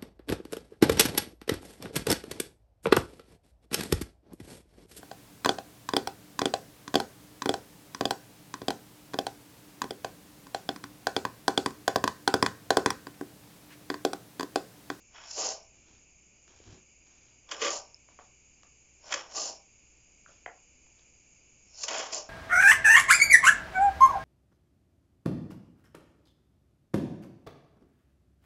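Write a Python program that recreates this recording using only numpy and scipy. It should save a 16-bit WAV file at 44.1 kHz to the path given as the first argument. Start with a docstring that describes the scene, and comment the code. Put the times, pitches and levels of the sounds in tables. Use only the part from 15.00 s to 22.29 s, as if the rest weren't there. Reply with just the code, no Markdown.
"""A small quiet room, the microphone close to a basin of moist potting mix and a plastic pot.
A metal spoon digs four times: the tip sinks in with a swelling crunch, the edge scrapes the basin,
then the bowl ploughs through the mix and the basin's wall booms. Between scoops, soil thuds softly
into the pot and the spoon knocks on it. Room air and a faint, high electrical hum lie behind it all."""
import sys
import numpy as np
from scipy import signal
from scipy.fft import rfft, irfft
from scipy.io import wavfile

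SR = 44100
rng = np.random.default_rng(int(sys.argv[2]) if len(sys.argv) > 2 else 0)


def master_out(mix):
    """Clip the mix to full scale and print it as 16-bit PCM to the path in sys.argv[1]."""
    frames = np.transpose(np.atleast_2d(mix))
    ceiling = np.clip(frames, -1, 1)
    pcm = np.round(ceiling * 32767).astype(np.int16)
    wavfile.write(sys.argv[1], SR, pcm)


N = 321489
TIME = np.arange(N) / SR

# Resonances of the basin, the buried spoon and falling crumbs.
# Each row: frequency in Hz, width in Hz, relative level in dB.
WALL_MODES = [(221, 210, -20), (343, 202, -10.5), (441, 42, -3), (540, 33, -1.5), (556.6, 25.3, 0.5),
              (628, 63.6, 2), (791, 26, 2), (881, 91, -9), (965, 50, -3.5), (1052, 52, -9),
              (1239, 24, -13.5), (2870, 230, -16), (3420, 200, -27.5)]
BOTTOM_MODES = [(230, 49, -20.5), (327.4, 27, -2.5), (444, 23, 3), (510, 14, 2.5), (568, 20, 3.5),
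                (1020, 28, 4), (1162, 43, 3), (1210, 22, -0.5)]
EDGE_ON_BASIN_MODES = [(1004, 100, 4), (1447, 210, -2), (1687, 61, 2), (1910, 140, 1), (2263, 240, -1),
                       (2551, 41, 4.5), (2703, 48, -4), (2963, 143, 2), (3280, 150, 1.5), (3680, 410, -7.5)]
BURIED_SPOON_MODES = [(2710, 170, -11.5), (4270, 364, -7), (4870, 600, -3), (5500, 590, -3),
                      (6015, 250, -1), (6464, 310, 2), (6690, 436, 3), (7033, 580, 1)]
CRUMB_MODES = [(696, 340, 2.1), (1690, 580, -1), (3120, 610, 0.39), (5640, 1000, 0.037)]


def scooping():
    """The spoon sticks and slips through the mix; each slip breaks crumbs and shakes the basin."""
    # Resonances of the lightly brushed basin and the free spoon.
    # Each row: frequency in Hz, width in Hz, relative level in dB.
    brushed_modes = [(670, 130, -0.7), (883, 59, 1.6), (1075, 40, -0.3), (1520, 52, -1.6)]
    free_spoon_modes = [(5394, 230, -4.5), (5900, 130, -10)]
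    boom, grind, crunch, drum = strokes()
    slips = drift(per_s=260)
    grit = rms_one(grains(per_s=6000, spread_db=1.5) * from_db(2.0 * slips))
    crumbs = rms_one(grains(per_s=9000, spread_db=1.5) * from_db(1.2 * slips))
    lumps = rms_one(grains(per_s=2500, spread_db=2.0) * from_db(1.9 * slips))
    wall = boom * ring(lumps, WALL_MODES)
    bottom = drum * ring(grit, BOTTOM_MODES)
    # a light touch stirs only upper modes of the basin
    lightness = 1 - pressure(grind, half_db=-52)
    brushed = lightness * from_db(1.0) * ring(grit, brushed_modes)
    edge = grind * (ring(grit, EDGE_ON_BASIN_MODES) + brushed)
    # the steel bowl rings until the soil buries it
    free = 1 - pressure(crunch, half_db=-47.5)
    buried = np.sqrt(1 - free ** 2)
    spoon = crunch * (buried * ring(crumbs, BURIED_SPOON_MODES) + free * ring(grit, free_spoon_modes))
    return wall + bottom + edge + spoon


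def strokes():
    """Gains of the wall's boom, edge's grind, soil's crunch and bottom's drumming; moves add in power."""
    # The tip sinks in, louder with depth. Each row: start and length in seconds,
    # final crunch and boom in dB.
    entries = [(0.165, 0.215, -38, -58), (3.989, 0.089, -49, -54), (4.232, 0.089, -51, -55.5),
               (6.714, 0.13, -34.5, -52.5)]
    # The edge scrapes the basin and eases off. Each row: start and hold in seconds,
    # grind, boom, crunch and drumming in dB, fade in dB per second.
    scrapes = [(0.157, 0.087, -56, -73, -63, -71, 119), (2.528, 0.0076, -43.5, -59.5, -45.5, -47, 399),
               (2.567, .05, -55.5, -54.5, -52.5, -53, 300.5), (2.626, 0.058, -35, -46, -35.5, -36, 302),
               (4.117, 0.04, -42.5, -48.5, -42, -48.5, 187), (6.903, 0.09, -40, -40, -39, -52, 113)]
    # The bowl ploughs through the mix. Each row: start and hold in seconds,
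    # crunch, boom and grind in dB, rise in dB per second.
    pushes = [(0.393, 0.11, -31.5, -38, -47, 555), (2.709, 0.043, -35.5, -41.5, -51, 901),
              (4.367, .11, -32.5, -41.5, -54, 598), (7.134, 0.038, -34.5, -42, -52, 898)]
    boom, grind, crunch, drum = [], [], [], []
    swell_db = 28.5
    for start, length, crunch_db, boom_db in entries:
        depth = envelope(start + length, hold=0, rise=swell_db / length, fall=506)
        boom.append(from_db(boom_db) * depth)
        grind.append(from_db(boom_db - 4.5) * depth)
        crunch.append(from_db(crunch_db) * depth)
    for start, hold, grind_db, boom_db, crunch_db, drum_db, fade in scrapes:
        force = envelope(start, hold, rise=554, fall=fade)
        boom.append(from_db(boom_db) * force)
        grind.append(from_db(grind_db) * force)
        crunch.append(from_db(crunch_db) * force)
        drum.append(from_db(drum_db) * force)
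    sag = 39.5   # dB per second: the push slackens as the bowl fills, then falls as the spoon lifts out
    for start, hold, crunch_db, boom_db, grind_db, rise in pushes:
        weight = envelope(start, hold, rise, fall=177.5, sag=sag)
        boom.append(from_db(boom_db) * weight)
        grind.append(from_db(grind_db) * envelope(start, hold, rise, fall=248, sag=sag))
        crunch.append(from_db(crunch_db) * envelope(start, hold, rise, fall=214.5, sag=sag))
        drum.append(from_db(grind_db - 4.5) * weight)
    return [np.linalg.norm(moves, axis=0) for moves in (boom, grind, crunch, drum)]


def basin_strikes():
    """The spoon's edge hits the basin: a few milliseconds of chatter between steel, grit and basin."""
    # Each row: start in seconds, the basin's peak in dB, chatter length in seconds,
    # crunch in dB relative to the basin, bottom in dB relative to the edge.
    strikes = [(0.308, -48, 0.01, 18, -20), (0.377, -33, 0.0031, 1, 10), (2.489, -41, 0.0062, -3, -16),
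               (2.512, -26, 0.012, -1, -8), (2.615, -19.5, 0.015, -6.5, 5.5), (2.644, -25, 0.017, -1, -1),
               (4.122, -21.5, 0.0079, -2.5, -18), (4.139, -20, 0.0055, 0, -6.5),
               (4.347, -40, 0.0076, 3, 12), (4.373, -31, 0.0079, -1, 7), (6.834, -33, 0.0087, 11.5, -3.5),
               (6.88, -24.5, 0.014, 0, -34), (6.992, -34.5, 0.005, 7, -2), (7.125, -35, 0.012, 6, -13)]
    out, t = np.zeros(N), TIME[:SR // 8]
    for start, db, length, crunch_db, bottom_db in strikes:
        chatter = rng.standard_normal(len(t)) * np.exp(-(t / length) ** 4)
        edge = ring(chatter, EDGE_ON_BASIN_MODES)
        wall = from_db(-13.5) * ring(chatter, WALL_MODES)
        bottom = from_db(bottom_db) * ring(chatter, BOTTOM_MODES)
        crunch = from_db(crunch_db) * peak_one(ring(chatter, BURIED_SPOON_MODES))
        add(out, start, from_db(db) * (peak_one(edge + wall + bottom) + crunch))
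    return out


def grit_snaps():
    """Grains of grit snap under the spoon, each with a short, bright ping."""
    # Each row: start in seconds, peak in dB, pitch in Hz.
    snaps = [(0.3125, -30.5, 5500), (0.4683, -21.5, 6700), (0.489, -22.5, 5800), (2.7052, -21, 6580),
             (2.732, -34, 6680), (2.7656, -27, 7200), (2.7735, -27, 6940), (2.9442, -38.5, 5250),
             (6.7457, -45, 5440), (6.8339, -25.5, 5350), (6.9827, -24, 7100), (7.1457, -20.5, 7150)]
    return pings(snaps, cycles=4.1)


def pot_knocks():
    """The spoon ticks on the thin pot: the struck spot gives a hollow note and the whole wall answers."""
    # Each row: start in seconds, the note's peak in dB, its pitch in Hz,
    # wall and tick in dB relative to the note.
    knocks = [(1.4788, -59.5, 1400, -2, 12), (1.538, -61, 1300, 7, -12), (3.087, -55, 970, 5, -18),
              (3.189, -42, 1070, -1, -14), (3.196, -48.5, 700, 4.5, -10), (3.633, -52.5, 1200, -1, 8.5),
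              (5.262, -42.5, 1430, -30, -25), (5.291, -57, 583, 1, -9), (5.4610, -28, 1910, -26, -29),
              (5.4632, -37, 697, 6, -33), (5.866, -63.5, 900, 2, 5), (5.994, -57, 3600, -12, 3)]
    # The plastic wall's resonances. Each row: frequency in Hz, width in Hz, relative level in dB.
    pot_modes = [(332, 430, -7), (604, 214, 9.5), (667, 340, -11), (990, 77, 1), (1520, 100, 3.5),
                 (1716, 220, -1), (2270, 580, -4), (3140, 120, -4)]
    out = np.zeros(N)
    wall, tick = peak_one(response(pot_modes)), peak_one(response(CRUMB_MODES))
    for start, db, hz, wall_db, tick_db in knocks:
        knock = ping(hz, cycles=1.1) + from_db(wall_db) * wall + from_db(tick_db) * tick
        add(out, start, from_db(db) * knock)
    return out


def falling_clods():
    """Clods land in the pot, each with one dull thud."""
    # Each row: start in seconds, peak in dB, pitch in Hz.
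    clods = [(1.602, -46, 414), (1.674, -51, 72), (1.693, -53, 71), (1.726, -45.5, 128)]
    return pings(clods, cycles=0.37)


def spilling():
    """Loose crumbs slide off the spoon and patter down; the heavier ones thud on the soil in the pot."""
    # Each row: start and hold in seconds, thud and trickle in dB.
    spills = [(0.74, 0.13, -71.5, -75), (0.885, .09, -70.5, -69), (1.488, 0.15, -68.5, -67),
              (1.675, 0.072, -55.5, -63), (2.067, 0.26, -74, -71.5), (3.097, 0.029, -71, -71),
              (3.2, 0.04, -85, -70.5), (5.283, 0.078, -75, -70.5), (5.982, 0.027, -78, -73)]
    # Resonances of the pot with soil in it. Each row: frequency in Hz, width in Hz, relative level in dB.
    filled_pot_modes = [(77, 37, 3), (129, 40, 0.5), (210, 51, 0), (303, 42, 1.5), (364, 73, -1.5)]
    thud, trickle = 0, 0
    for start, hold, thud_db, trickle_db in spills:
        flow = envelope(start, hold, rise=598, fall=189)
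        thud += from_db(thud_db) * flow
        trickle += from_db(trickle_db) * flow
    lumps = thud * ring(grains(per_s=500, spread_db=0.5), filled_pot_modes)
    patter = trickle * ring(grains(per_s=1500, spread_db=2.8), CRUMB_MODES)
    return lumps + patter


def room(x):
    """Diffuse echoes reach the microphone after a few milliseconds and last longest in the midrange."""
    # Each row: frequency in Hz, time to fall by 60 dB in seconds.
    decay_times = [(100, 0.17), (700, 0.32), (2500, 0.1), (7000, 0.16)]
    hz, t60 = np.transpose(decay_times)
    t, tail = TIME[:SR // 2], 0
    edges_hz = np.geomspace(60, 9000, 9)
    for low, high in zip(edges_hz, edges_hz[1:]):
        bandpass = signal.butter(2, [low, high], "band", fs=SR, output="sos")
        band = signal.sosfilt(bandpass, rng.standard_normal(len(t)))
        tail += band * from_db(-60 * t / np.interp(np.sqrt(low * high), hz, t60))
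    first_echo_s = 0.0076
    tail *= np.clip(t / first_echo_s - 1, 0, 1)
    share = 2 * edges_hz[-1] / SR   # echoes keep the power of the sound within their band
    return signal.fftconvolve(x, tail * np.sqrt(share / np.sum(tail ** 2)))[:N]


def room_tone():
    """Room air, mains hum and a faint, high whine of electrical noise."""
    # The air's rumble and hiss. Each row: frequency in Hz, relative spectral level in dB.
    air_spectrum = [(20, 0.5), (70, -4), (140, -6.5), (300, -9), (600, -14.5), (1000, -20.5), (1700, -24),
                    (3200, -23), (3800, -28.5), (4600, -22.5), (5100, -19.5), (5900, -17.5), (7400, -10.5),
                    (8000, -19.5)]
    # Each row: centre in Hz, width in Hz, rms level in dB.
    whine_bands = [(2346, 275, -72.5), (2627, 460, -72.5), (2933, 18, -84), (4822, 67, -80),
                   (6170, 120, -79.5), (6573, 89, -72), (6825, 660, -65.5)]
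    # Each row: frequency in Hz, rms level in dB.
    mains_tones = [(60, -72.5), (120, -80.5)]
    hz = np.maximum(np.arange(N // 2 + 1) * SR / N, 1)
    air_hz, air_db = np.transpose(air_spectrum)
    air_shape = from_db(np.interp(np.log(hz), np.log(air_hz), air_db))
    air = from_db(-64) * shaped_noise(air_shape)
    whine = sum(from_db(db) * shaped_noise(1 / np.sqrt(1 + (2 * (hz - centre) / width) ** 4))
                for centre, width, db in whine_bands)
    mains = sum(from_db(db) * np.sqrt(2) * np.sin(2 * np.pi * (tone_hz * TIME + rng.random()))
                for tone_hz, db in mains_tones)
    return air + whine + mains


def response(modes):
    """What a body rings with after one click: damped waves of alternating sign, unit energy."""
    t = TIME[:SR // 12]
    wave = sum((-1) ** k * from_db(db) * width * np.exp(-np.pi * width * t) * np.cos(2 * np.pi * hz * t)
               for k, (hz, width, db) in enumerate(modes))
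    low_cut_hz = 0.76 * modes[0][0]
    wave = signal.sosfilt(signal.butter(2, low_cut_hz, "high", fs=SR, output="sos"), wave)
    return wave / np.sqrt(np.sum(wave ** 2))


def ring(clicks, modes):
    """Clicks played through a body."""
    return signal.fftconvolve(clicks, response(modes))[:len(clicks)]


def ping(hz, cycles):
    """A heavily damped tone that swells for the given number of cycles, then dies; peak 1."""
    t = TIME[:SR // 12]
    age = t * hz / cycles
    return peak_one(age * np.exp(-age) * np.sin(2 * np.pi * hz * t))


def pings(rows, cycles):
    """Single contacts, each at a pitch of its own."""
    out = np.zeros(N)
    for start, db, hz in rows:
        add(out, start, from_db(db) * ping(hz, cycles))
    return out


def grains(per_s, spread_db):
    """Random contacts, many small and a few large; rms 1."""
    sizes = from_db(spread_db * np.minimum(rng.exponential(1, N), 4))
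    signs = rng.choice([-1, 1], N)
    return rms_one(sizes * signs * (rng.random(N) < per_s / SR))


def envelope(start, hold, rise, fall, sag=0):
    """Gain that reaches 1 at the start, sags while held, then dies away; slopes in dB per second."""
    age = TIME - start
    loss_db = rise * np.maximum(-age, 0) + sag * np.clip(age, 0, hold) + fall * np.maximum(age - hold, 0)
    return from_db(-np.minimum(loss_db, 120))


def pressure(gain, half_db):
    """How firmly the spoon presses, 0 to 1, from the strength of the stroke."""
    return np.clip(gain / (gain + from_db(half_db)), 0, 1)


def drift(per_s):
    """A line wandering between random values; rms 1."""
    knots = rng.standard_normal(N // 8)
    return rms_one(np.interp(TIME * per_s, np.arange(len(knots)), knots))


def shaped_noise(spectrum):
    """Noise with the given amplitude spectrum; rms 1."""
    return rms_one(irfft(rfft(rng.standard_normal(N)) * spectrum, N))


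def add(out, start, sound):
    """Mix a short sound in at a start time in seconds."""
    at = max(round(start * SR), 0)
    out[at:at + len(sound)] += sound[:N - at]


def from_db(db):
    return 10 ** (np.asarray(db) / 20)


def rms_one(x):
    return x / np.sqrt(np.mean(x ** 2) + 1e-20)


def peak_one(x):
    return x / np.max(np.abs(x))


def scene():
    """Basin and pot stand close to one microphone; the knocks carry more of the room behind them."""
    digging = scooping() + basin_strikes() + grit_snaps()
    filling = spilling() + falling_clods()
    near = digging + filling
    knocks = pot_knocks()
    echoes = from_db(-6) * room(knocks) + from_db(-13) * room(near)
    return (near + knocks + echoes + room_tone())[None]


def record(dry):
    """A steep low-pass cuts the top, 70 dB down from 8100 Hz."""
    return signal.sosfilt(signal.cheby2(18, 70, 8100, fs=SR, output="sos"), dry)


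dry = scene()
out = record(dry)
master_out(out)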